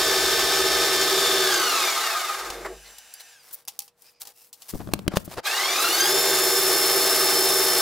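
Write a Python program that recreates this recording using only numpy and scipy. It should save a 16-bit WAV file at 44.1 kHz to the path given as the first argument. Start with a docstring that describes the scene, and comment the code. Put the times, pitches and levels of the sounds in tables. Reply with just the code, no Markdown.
"""A metal lathe stops and starts again

A geared lathe whines, slows and stops; one motor speed sets the pitch and loudness of all its gears.
A gloved hand lifts a cut-off steel ring from the drill and lays it, clinking, on the sliding carriage.
A camera is grabbed and moved, then the lathe speeds up and a tool hisses on the spinning steel.
It is all heard from close by in a small workshop."""
import sys
import numpy as np
from scipy import signal
from scipy.fft import rfft, irfft, next_fast_len
from scipy.io import wavfile
from scipy.ndimage import map_coordinates

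SR = 44100
rng = np.random.default_rng(int(sys.argv[2]) if len(sys.argv) > 2 else 0)


def to_wav(sig):
    """Store sig (one row per channel, or 1-D mono) as 16-bit WAV at the path in sys.argv[1].

    Samples outside -1..1 are clipped; the rate is SR.
    """
    pcm = np.clip(np.atleast_2d(sig), -1, 1) * 32767
    pcm = np.round(pcm).astype(np.int16)
    wavfile.write(sys.argv[1], SR, pcm.T)  # frames by channels


N = 344421
T = np.arange(N) / SR

TEETH, FULL_HZ = 29, 1771  # the motor's small gear: its teeth, and tooth hits a second at full speed
BRAKE_S, HALT_S, RESTART_S, CUT_S = 1.425, 2.82, 5.425, 5.72
# how alike left and right sound: (frequency [Hz], likeness [0 to 1])
LIKENESS = [(60, 0.31), (300, 1), (650, 0.97), (1200, 1), (2500, 0.96), (5000, 0.76), (9000, 0.58),
            (15000, 0.52)]


def lathe(whine, full_hz, drone_db, rumble_db, clatter_db, sizzle_db, hum_db, whine_db, throb, slack):
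    """Teeth rattle in the iron housing, harder once per motor turn, as shafts hum; all grow with speed."""
    # motor and gear tones at full speed: (pitch [Hz], level [dB])
    gear_hum = [(64, -57), (140, -56), (159, -55.5), (238, -58.5), (317.6, -46.5), (379, -33),
                (397.5, -35.5), (457.6, -44), (478, -39.5), (635.2, -39.5)]
    tooth_hz = tooth_rate()
    speed, motor = tooth_hz / FULL_HZ, cycles(tooth_hz / TEETH)
    beat_db = throb * (np.cos(motor) + 0.33 * np.cos(2 * motor))
    beat = unit(amp(beat_db + 0.44 * wobble(300) + 0.7 * wobble(40)))
    weight = speed ** 2.15
    rumble = amp(rumble_db + 1.1 * wobble(45)) * weight * housing_noise(240, 552)
    drone = amp(drone_db) * weight * speed ** 2 * housing_noise(20, 250)
    clatter = amp(clatter_db) * level_off(speed, knee=slack * 0.48, power=1.28) * housing_noise(603, 2280)
    sizzle = amp(sizzle_db) * level_off(speed, knee=slack * 0.63, power=1.76) * housing_noise(2420, 23000)
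    hum = amp(hum_db) * weight * shaft_tones(gear_hum, speed, flutter_db=1, jitter=0.33)
    sing = amp(whine_db) * shaft_tones(whine, tooth_hz / full_hz, flutter_db=3, jitter=0.49)
    return rumble + drone + beat * (clatter + sizzle) + hum + sing


def tooth_rate():
    """Tooth hits a second: full speed, down to rest, up again, then a slight sag under the cut."""
    slowing = FULL_HZ * np.clip((HALT_S - T) / (HALT_S - BRAKE_S), 1e-3, 1) ** 1.05
    rising = 755 + 1412 * (T - RESTART_S)
    loaded = FULL_HZ - 5.8 * np.clip((T - 6.2) / .3, 0, 1)
    return np.where(T < RESTART_S, slowing, np.minimum(rising, loaded))


def housing(hz):
    """How strongly the iron housing gives off each frequency, in dB."""
    # broad shape of the gear noise: (frequency [Hz], level [dB])
    gear_colour = [(30, -30), (60, -17), (100, -21), (220, -11.5), (330, -0.5), (600, 1.2), (1000, -8.5),
                   (2000, 3), (3000, -0.5), (5000, 0.05), (8000, -1.5), (12000, -6.5), (15500, -9)]
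    # where the housing rings: (frequency [Hz], width [Hz], boost [dB])
    resonances = [(135, 5, 1), (149.6, 16, 12), (371, 45, 11.5), (389, 13.6, 4.5), (468, 23, 9),
                  (675.5, 23, 8.5), (827, 230, 14), (1082, 113, 9.5), (1230, 193, 14), (1566, 51, 8),
                  (1625, 380, 4), (2156, 65, 5), (2780, 14, 8.5), (3610, 220, 7.5), (4490, 1360, 4),
                  (5450, 380, 3), (6380, 230, 2), (7040, 64, 10), (10691, 360, 2), (12016, 666, 1.5),
                  (12630, 500, 5.5), (14122, 213, 6)]
    return along(gear_colour, hz) + sum(peak(hz, *row) for row in resonances)


def housing_noise(low_hz, high_hz):
    """Noise from the housing between two frequencies."""
    cut_db = lambda hz: 10 * np.log10((1 + (low_hz / (hz + 1)) ** 10) * (1 + (hz / high_hz) ** 10))
    return noise(lambda hz: housing(hz) - cut_db(hz))


def shaft_tones(tones, speed, flutter_db, jitter):
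    """Shaft tones glide with the speed, fade as it drops and swell where the housing rings."""
    out, grid_hz = np.zeros((2, N)), np.arange(SR // 2)
    housing_db, angle = housing(grid_hz), cycles(speed)
    for hz, db in tones:
        boost_db = np.interp(hz * speed, grid_hz, housing_db) - housing_db[int(hz)]
        level = amp(db + 0.87 * boost_db + flutter_db * wobble(45)) * speed ** 2
        drift = jitter * (wobble(4) + .5 * wobble(40))
        out += level * stereo_tone(hz * angle + drift + rng.uniform(0, 2 * np.pi), hz)
    return out


def motor_gear(overtones, rough, backlash, glide_db, glide_power, falloff_db):
    """The motor's gear whines; below full speed it sweeps the gearbox's resonances and its teeth bounce."""
    # the whine shifts from odd to even overtones: (time [s], half width [s], size [dB])
    swells = [(1.32, .25, 8.5), (6.3, .3, 6.5)]
    # gearbox resonances: (frequency [Hz], level [dB])
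    gearbox = [(500, -7), (950, -8), (1250, 0), (1400, -4), (1640, 6), (1950, 0), (2700, 3), (3100, -1),
               (3600, 0.5), (5400, 2), (6600, 1), (8500, -24.5)]
    tooth_hz = tooth_rate()
    speed, phase, motor = tooth_hz / FULL_HZ, cycles(tooth_hz), cycles(tooth_hz / TEETH)
    gliding = np.clip(11 * (1 - speed), 0, 1)  # 0 at full speed, 1 once clearly slower
    loose = rough + backlash * gliding
    swell_db = sum(db * bump(s, width) for s, width, db in swells)
    out = np.zeros((2, N))
    for k, (full_db, share) in enumerate(overtones, 1):
        slow_db = glide_db + along(gearbox, k * tooth_hz) + glide_power * 20 * np.log10(speed)
        slow_db -= falloff_db * (k - 2.2) ** 2  # favours the overtones near the second
        db = (1 - gliding) * (full_db + share * swell_db) + gliding * slow_db
        sway = (0.11 * k + .55 * gliding) * np.sin(motor + rng.uniform(0, 2 * np.pi))  # once per turn
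        shake = loose * (wobble(50) + 0.54 * wobble(200)) + .3 * wobble(4.6)
        out += amp(db + 6.2 * loose * wobble(110)) * stereo_tone(k * phase + sway + shake, k * FULL_HZ)
    return out


def two_runs():
    """The lathe runs until it halts, then starts again with a slightly different whine."""
    # shaft tones of each run at full speed: (pitch [Hz], level [dB])
    first_whine = [(1244, -45.5), (1273, -42), (1523, -40.5), (1588, -44.5), (1712, -43), (2374, -46.5),
                   (3128, -42.5), (3295, -49), (3666, -40), (3908, -44), (4393, -43), (4689, -41.5),
                   (5405, -45.5), (5491, -48.5), (8280, -57), (8856, -54)]
    second_whine = [(877.5, -45.5), (1523, -43.5), (1701, -50), (2126, -49), (3117, -46), (3957, -49.5),
                    (4377, -39), (5173, -50), (5356, -40), (5475, -45), (8834, -61.5)]
    # motor gear at 1 to 6 times the tooth rate: (first run [dB], second run [dB], swell share [factor])
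    overtones = [(-31.5, -39, -.3), (-34, -38, 1), (-31, -24.5, -0.43), (-45.5, -34, .6), (-64, -57, 0),
                 (-75, -69, 0)]
    first_db, second_db, share = np.transpose(overtones)
    first = lathe(first_whine, full_hz=1771, drone_db=-47.5, rumble_db=-32.5, clatter_db=-29.5,
                  sizzle_db=-24, hum_db=2, whine_db=4.5, throb=0.89, slack=1.08)
    first += motor_gear(zip(first_db, share), rough=.15, backlash=.42,
                        glide_db=-29.6, glide_power=1.6, falloff_db=.6)
    second = lathe(second_whine, full_hz=1766, drone_db=-49, rumble_db=-32, clatter_db=-29.5,
                   sizzle_db=-26, hum_db=2, whine_db=4, throb=0.53, slack=0.74)
    second += motor_gear(zip(second_db, share), rough=.24, backlash=.6,
                         glide_db=-31.3, glide_power=.55, falloff_db=.7)
    return first * (T < HALT_S) + second * np.clip((T - RESTART_S) / 0.037, 0, 1) ** 2


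def cutting():
    """Steel tears off in a hiss that swells as each of the three jaws gripping it comes round."""
    # the hiss: (frequency [Hz], level [dB])
    hiss_colour = [(3000, -26), (6000, -7), (7900, -3), (9500, -2), (10700, 3), (13000, -1.5),
                   (15700, -3.5)]
    tooth_hz, hits_per_turn = tooth_rate(), 254
    jaws, motor = 3 * cycles(tooth_hz / hits_per_turn), cycles(tooth_hz / TEETH)
    swell_db = 1.1 * np.cos(jaws) + 1.3 * np.cos(motor) + 1.5 * wobble(900)
    return cut_gain() * unit(amp(swell_db)) * noise(lambda hz: along(hiss_colour, hz))


def cut_gain():
    """The tool bites, then the cut deepens to a steady strength."""
    shallow_db = 7 * np.exp(-np.maximum(T - CUT_S, 0) / 0.45)
    bite_db = 6.5 * bump(5.82, width_s=0.032)
    return np.clip((T - CUT_S) / 0.15, 0, 1) * amp(-23.5 - shallow_db + bite_db)


def chips():
    """Now and then a chip curls off the tool with a brief high chirp."""
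    out, t = np.zeros((2, N)), np.arange(SR // 50) / SR
    for when, pitch, size in rng.random((45, 3)):
        s, hz = CUT_S + (T[-1] - CUT_S) * when, 7200 + 6000 * pitch ** 2
        chirp = np.sin(2 * np.pi * hz * t * (1 - t) + rng.normal(0, .5, len(t))) * np.hanning(len(t))
        add(out, s, amp(9 * size - 13) * chirp)
    return cut_gain() * out


def steel_ring():
    """The ring clinks against drill and carriage; the glove damps it quickly."""
    # (time [s], level [dB], fade time [s], brightness [dB per octave], left minus right [dB])
    clinks = [(2.502, -16.5, .05, -6, 1), (2.984, -25.5, 0.045, -.5, 2), (3.139, -15.5, 0.021, 7, 1),
              (3.529, -29, .08, 5, 6), (3.652, -33, .012, 5, 2), (3.677, -22.5, 0.024, -2.5, 1),
              (3.682, -16, 0.065, -1.5, 1.5), (3.791, -7, 0.02, 3, 0), (3.803, -21, 0.038, -0.5, 1),
              (3.82, -27, .05, 0, 2), (3.879, -36, .06, -3.5, 0), (4.021, -33.5, .04, 3.5, 5),
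              (4.21, -29, 0.037, 0, 0), (4.218, -18, 0.028, 1.5, 0), (4.253, -30.5, .04, -2, 0),
              (4.272, -24.5, .05, 0, 1.5), (4.529, -26, 0.091, 1, 4), (4.62, -29, 0.076, -1.5, 3.5)]
    # the ring's own notes: (pitch [Hz], level [dB], fade time [s])
    steel_notes = [(804, -7.5, 0.22), (1155, -11, 0.099), (2615, -10, 0.13), (3750, -20, 0.063),
                   (4730, -3, 0.18), (5600, -5, 0.14), (6800, -14, 0.055), (8300, -13, 0.045),
                   (9980, -12, 0.045), (11070, 2, 0.093), (13100, -10, 0.036)]
    # the crack of contact: (frequency [Hz], level [dB])
    crack_colour = [(100, -19), (400, -32), (800, -6), (1600, -19.5), (2700, -6), (4800, -0.5), (12000, -2),
                    (16000, -2)]
    out, t = np.zeros((2, N)), np.arange(SR // 4) / SR
    for s, db, fade_s, slope, pan in clinks:
        fade = amp(-60 * t / fade_s) + 0.64 * amp(-60 * t / 0.0041)
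        crack = noise(tilted(crack_colour, slope), size=len(t)) * fade
        # a harder contact rings brighter
        notes = [(hz, level + .5 * slope * np.log2(hz / 8000), t60) for hz, level, t60 in steel_notes]
        add(out, s, amp(db - 11) * (crack + 0.09 * ringing(notes, t)), pan)
    return out


def camera():
    """Fingers knock a camera's body, its mount snaps, and the grip rumbles, mostly on the left."""
    # (time [s], thump [dB], snap [dB], brightness [dB per octave], thump left minus right [dB])
    knocks = [(4.738, -26, -54, -4, 10), (4.752, -36, -51, -4, 20), (4.803, -22, -37, -5, 3),
              (4.873, -23, -32.5, -4, 3), (4.889, -22.5, -38, -4, -2), (4.936, -13.5, -8.5, .5, 5),
              (4.955, -25, -48, -4, -2), (4.991, -22, -26, -3, -3), (5.066, -25, -47, -5, 2),
              (5.079, -10, -10, -2.5, 5.5), (5.139, -19, -32, -3, 6), (5.17, -15, -7.5, -3, 2),
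              (5.278, -23.5, -49, -9, -7)]
    # the body's own notes: (pitch [Hz], level [dB], fade time [s])
    body_notes = [(118, -26, 0.12), (188, -1, 0.053), (308, 4.5, 0.023), (587, -5, 0.023),
                  (1160, -8, 0.013), (3380, -22, 0.019)]
    # the mount's snap and the grip's rumble: (frequency [Hz], level [dB])
    snap_colour = [(100, -7), (600, -1.5), (1200, -8.5), (1900, -11.5), (3000, -7), (7000, -12.5),
                   (15000, -14)]
    grip_colour = [(20, -22), (35, -9), (55, 1), (130, 1.5), (200, -2), (500, -19), (1500, -27),
                   (6000, -63)]
    out, t = np.zeros((2, N)), np.arange(SR // 5) / SR
    snap_shape = amp(-60 * t / 0.014) * (1 - np.exp(-t / 0.00051))
    for s, thump_db, snap_db, slope, pan in knocks:
        snap = noise(tilted(snap_colour, slope), size=len(t)) * snap_shape
        left = ringing(body_notes, t)  # each side is shaken its own way
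        right = ringing(body_notes, t) * (1 - np.exp(-t / 0.0016))
        add(out, s, amp(thump_db - 5.5) * np.array([left, right]), pan)
        add(out, s, amp(snap_db) * snap)
    rumble = filtered(rng.standard_normal((2, N)), lambda hz: amp(along(grip_colour, hz)))
    grip_s = 4.71
    settling = amp(-34.5 - 23 * np.maximum(T - grip_s, 0))
    grip = settling * held(grip_s, rise_s=.17, end_s=5.39, fade_db_per_s=700)
    return out + grip * unit(rumble + .4 * rumble[0]) * amp([[2], [-7]])


def glove():
    """Rubber sticks and slips over gritty metal and the camera's shell."""
    # (time [s], length [s], level [dB], brightness [dB per octave])
    rubs = [(2.643, 0.032, -39, -4), (2.82, 0.15, -52, -3), (3.194, .031, -42, 0.5),
            (3.389, 0.26, -50, -0.5), (3.522, .038, -27.5, 13), (3.684, 0.12, -57, -1.5),
            (3.798, 0.085, -50, 2.5), (3.963, 0.19, -55.5, 0.5), (4.198, 0.045, -37.5, 2.5),
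            (4.226, 0.11, -49, -0.5), (4.327, 0.19, -50.5, 3), (4.539, 0.39, -49, 0.5),
            (4.681, 0.037, -32, 2), (4.727, 0.045, -30, -29), (4.729, 0.072, -49, 1),
            (4.792, .038, -40.5, -10), (4.827, 0.26, -57, 0), (4.91, .02, -46.5, -7),
            (5.101, .059, -37, -8.5), (5.151, 0.037, -31, -3), (5.168, .075, -48.5, 0),
            (5.241, 0.027, -38.5, 5.5), (5.245, 0.16, -48.5, -3), (5.295, 0.06, -39.5, -3.5),
            (5.365, 0.043, -29.5, -8.5)]
    # rubbing rubber: (frequency [Hz], level [dB])
    rub_colour = [(150, -22), (475, -7.5), (850, -5.5), (1600, -8.5), (2600, -10.5), (3400, -9),
                  (5100, -5.5), (6500, -8), (9000, -6.5), (13000, -6.5), (16000, -6.5)]
    out, grit = np.zeros((2, N)), unit(amp(2.5 * wobble(550)))
    for s, length, db, slope in rubs:
        shape = stroke(length)
        add(out, s, amp(db) * shape * noise(tilted(rub_colour, slope), size=len(shape)))
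    return out * grit * amp([[.7], [-.7]])


def scrape():
    """The ring squeals as friction drags it over drill and carriage."""
    # (time [s], length [s], level [dB], pitch [factor])
    drags = [(2.839, .06, -49.5, .82), (3.192, 0.029, -45.5, 0.8), (4.038, .08, -57, 1),
             (4.11, 0.11, -66.5, 0.97), (4.328, .16, -63, 1.06)]
    # resonances of the sliding steel: (frequency [Hz], width [Hz], level [dB])
    squeal = [(2500, 160, -2), (5070, 310, 0)]
    out = np.zeros((2, N))
    for s, length, db, pitch in drags:
        shape = stroke(length)
        add(out, s, amp(db) * shape * noise(lambda hz: resonant(squeal, hz / pitch), size=len(shape)))
    return out * amp(1.5 * wobble(200))


def chatter():
    """While the lathe slows, loose teeth knock at random and make the gears ring."""
    knocks_per_s, t = 140, np.arange(SR // 10) / SR
    knocks = (rng.random(N) < knocks_per_s / SR) * amp(4.4 * rng.standard_normal(N))
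    bell = ringing([(1232, -2, 0.15), (1316, -0.5, 0.15), (1170, -22.5, 0.072)], t)
    rattle = unit(signal.fftconvolve(knocks, np.diff(bell, prepend=0))[:N])
    slowing = held(1.53, rise_s=0.14, end_s=2.36, fade_db_per_s=90) * (tooth_rate() / FULL_HZ) ** .45
    return amp(-29) * slowing * rattle


def halting():
    """In its last turns the motor growls; the gears judder and take up their slack with a clunk."""
    turn = 2 * np.pi * 49 * T + 0.27 * wobble(8.1)
    growl = np.sin(turn) + 0.17 * np.sin(3 * turn + wobble(12)) + 0.11 * np.sin(4 * turn + wobble(12))
    growl *= amp(-47.5) * held(2.35, rise_s=.22, end_s=2.76, fade_db_per_s=100)
    judder = amp(-41) * held(2.2, rise_s=.33, end_s=2.725, fade_db_per_s=260) * housing_noise(150, 620)
    clunk = amp(-30) * held(2.645, rise_s=.006, end_s=2.662, fade_db_per_s=600) * housing_noise(350, 2020)
    return growl + judder + clunk


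def motor_drive():
    """The motor's power unit whistles at standstill, then winds down, over a faint steady tone."""
    # the whistle's tones: (multiple of its pitch [factor], level [dB])
    whistle_tones = [(1.22, -11), (2, -6), (2.5, -9), (2.705, -12), (3.393, -12), (4, -1.5), (5, -2),
                     (6, -11), (7, -8)]
    # the unit's fan: (frequency [Hz], width [Hz], level [dB])
    fan_peaks = [(777, 160, -0.5), (1600, 81, 5), (2640, 350, -0.5), (4060, 320, -18), (5100, 300, -7),
                 (7000, 6500, -6)]
    off_s = 3.31
    pitch_hz = 1480.5 * np.exp(-2.05 * np.maximum(T - off_s, 0))
    phase, whistle = cycles(pitch_hz), np.zeros(N)
    for k, db in whistle_tones:
        boost_db = peak(k * pitch_hz, centre_hz=1630, width_hz=130, db=20)  # falling tones pass through it
        whistle += amp(db + boost_db + 3.4 * wobble(40)) * np.sin(k * phase + 0.26 * wobble(60))
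    fan = noise(lambda hz: resonant(fan_peaks, hz))
    running = amp(-61) * held(2.1, rise_s=0.58, end_s=off_s, fade_db_per_s=75)
    return running * (amp(4.5) * whistle + amp(9.5) * fan) + amp(-72.5) * np.sin(2 * np.pi * 479 * T)


def carriage():
    """The carriage is wound back, rumbling along the lathe's bed, then slows."""
    # resonances of the bed, made sharper below: (frequency [Hz], width [Hz], level [dB])
    bed_peaks = [(59, 22, -0.5), (150, 40, -11.5)]
    roll = amp(-49.5) * held(-.1, rise_s=.1, end_s=0.51, fade_db_per_s=9)
    roll *= amp(-40 * np.maximum(T - BRAKE_S, 0))
    return roll * noise(lambda hz: 2 * resonant(bed_peaks, hz))


def wall_echo(x):
    """The workshop's block walls answer with a short echo."""
    # (frequency [Hz], time to fade by 60 dB [s])
    fade_times = [(200, 0.29), (2000, 0.42), (12000, 0.06)]
    hz, t, spectrum = signal.stft(rng.standard_normal((2, SR // 2)), SR, nperseg=256)
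    tail = signal.istft(spectrum * amp(-60 * t / along(fade_times, hz)[:, None]), SR, nperseg=256)[1]
    return signal.fftconvolve(x, tail / np.linalg.norm(tail[0]), axes=1)[:, :N]


def room_air():
    """A faint, steady hush fills the room."""
    # (frequency [Hz], level [dB])
    air_colour = [(25, -12), (120, -0.5), (250, -5), (800, -1.5), (1600, -11), (5000, -19), (16000, -23)]
    return amp(-71.5) * noise(lambda hz: along(air_colour, hz))


def amp(db):
    """Turn decibels into a gain."""
    return 10 ** (np.asarray(db) / 20)


def unit(x):
    """Scale to an average power of 1."""
    return x / np.sqrt(np.mean(x ** 2) + 1e-20)


def along(points, hz):
    """Read between (frequency, value) points, spaced by octaves."""
    frequencies, values = np.transpose(points)
    return np.interp(np.log(hz + 1), np.log(frequencies + 1), values)


def tilted(points, slope):
    """A colour (dB at each frequency) made brighter or duller by slope dB per octave."""
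    return lambda hz: along(points, hz) + slope * np.log2(1 + hz / 500)


def peak(hz, centre_hz, width_hz, db):
    """The boost in dB near one resonance."""
    return db / (1 + (2 * (hz - centre_hz) / width_hz) ** 2)


def resonant(peaks, hz):
    """The colour in dB of a few resonances together."""
    gain = sum(amp(db) * hz * width / np.hypot(centre ** 2 - hz ** 2, hz * width)
               for centre, width, db in peaks)
    return 20 * np.log10(gain + 1e-6)


def filtered(x, response):
    """Scale each frequency of x by response(hz)."""
    n = x.shape[-1]
    padded = next_fast_len(n + SR // 10)
    return irfft(rfft(x, padded) * response(np.fft.rfftfreq(padded, 1 / SR)), padded)[..., :n]


def spread(hz):
    """An angle that grows as left and right become less alike."""
    return np.arccos(np.clip(along(LIKENESS, hz), -1, 1)) / 2


def noise(colour, size=N):
    """Stereo noise with a colour in dB; the sides differ most in deep bass and treble."""
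    response = lambda hz: amp(colour(hz)) * [np.cos(spread(hz)), np.sin(spread(hz))]
    mid, side = filtered(rng.standard_normal((2, size)), response)
    return unit(np.array([mid + side, mid - side]))


def stereo_tone(phase, hz):
    """A tone that reaches left and right slightly out of step."""
    shift = spread(hz) * rng.choice([-1, 1])
    return np.sin([phase + shift, phase - shift])


def ringing(notes, t):
    """A struck object's notes, a little different each time; each fades by 60 dB in t60 seconds."""
    return sum(amp(db + rng.normal(0, 3.3) - 60 * t / t60)
               * np.sin(2 * np.pi * hz * rng.normal(1, 0.0079) * t) for hz, db, t60 in notes)


def wobble(rate):
    """A smooth random curve through rate points a second."""
    return map_coordinates(rng.standard_normal(int(N * rate / SR) + 4), [T * rate])


def cycles(hz):
    """The running angle (phase) of a changing frequency."""
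    return 2 * np.pi * np.cumsum(hz) / SR


def held(start_s, rise_s, end_s, fade_db_per_s):
    """A level that rises, holds until end_s, then fades."""
    return np.clip((T - start_s) / rise_s, 0, 1) * amp(-fade_db_per_s * np.maximum(T - end_s, 0))


def bump(s, width_s):
    """A bell-shaped swell of height 1 around time s."""
    return np.exp(-((T - s) / width_s) ** 2)


def stroke(length_s):
    """The rounded rise and fall of one sliding movement."""
    return np.sqrt(np.hanning(int(length_s * SR)))


def level_off(speed, knee, power):
    """A gain that grows with speed, flattens above the knee and is 1 at full speed."""
    return np.sqrt((1 + knee ** (2 * power)) / (1 + (knee / speed) ** (2 * power)))


def add(out, s, sound, pan_db=0):
    """Mix a sound in at time s, pan_db louder on the left."""
    part = out[:, round(s * SR):][:, :sound.shape[-1]]
    part += (sound * amp([[pan_db / 2], [-pan_db / 2]]))[:, :part.shape[1]]


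def scene():
    """Two runs of the lathe with the handling between them; only the handling echoes."""
    runs = two_runs()
    handling = steel_ring() + glove() + scrape() + camera()
    machine = runs + carriage() + chatter() + halting() + cutting() + chips() + motor_drive()
    return machine * amp([[.15], [-.15]]) + handling + amp(-23.5) * wall_echo(handling) + room_air()


def record(dry):
    """The very highest treble is cut off."""
    top_hz, edge_hz = 15780, 300
    return filtered(dry, lambda hz: np.clip((top_hz - hz) / edge_hz + .5, 0, 1))


dry = scene()
out = record(dry)
to_wav(out)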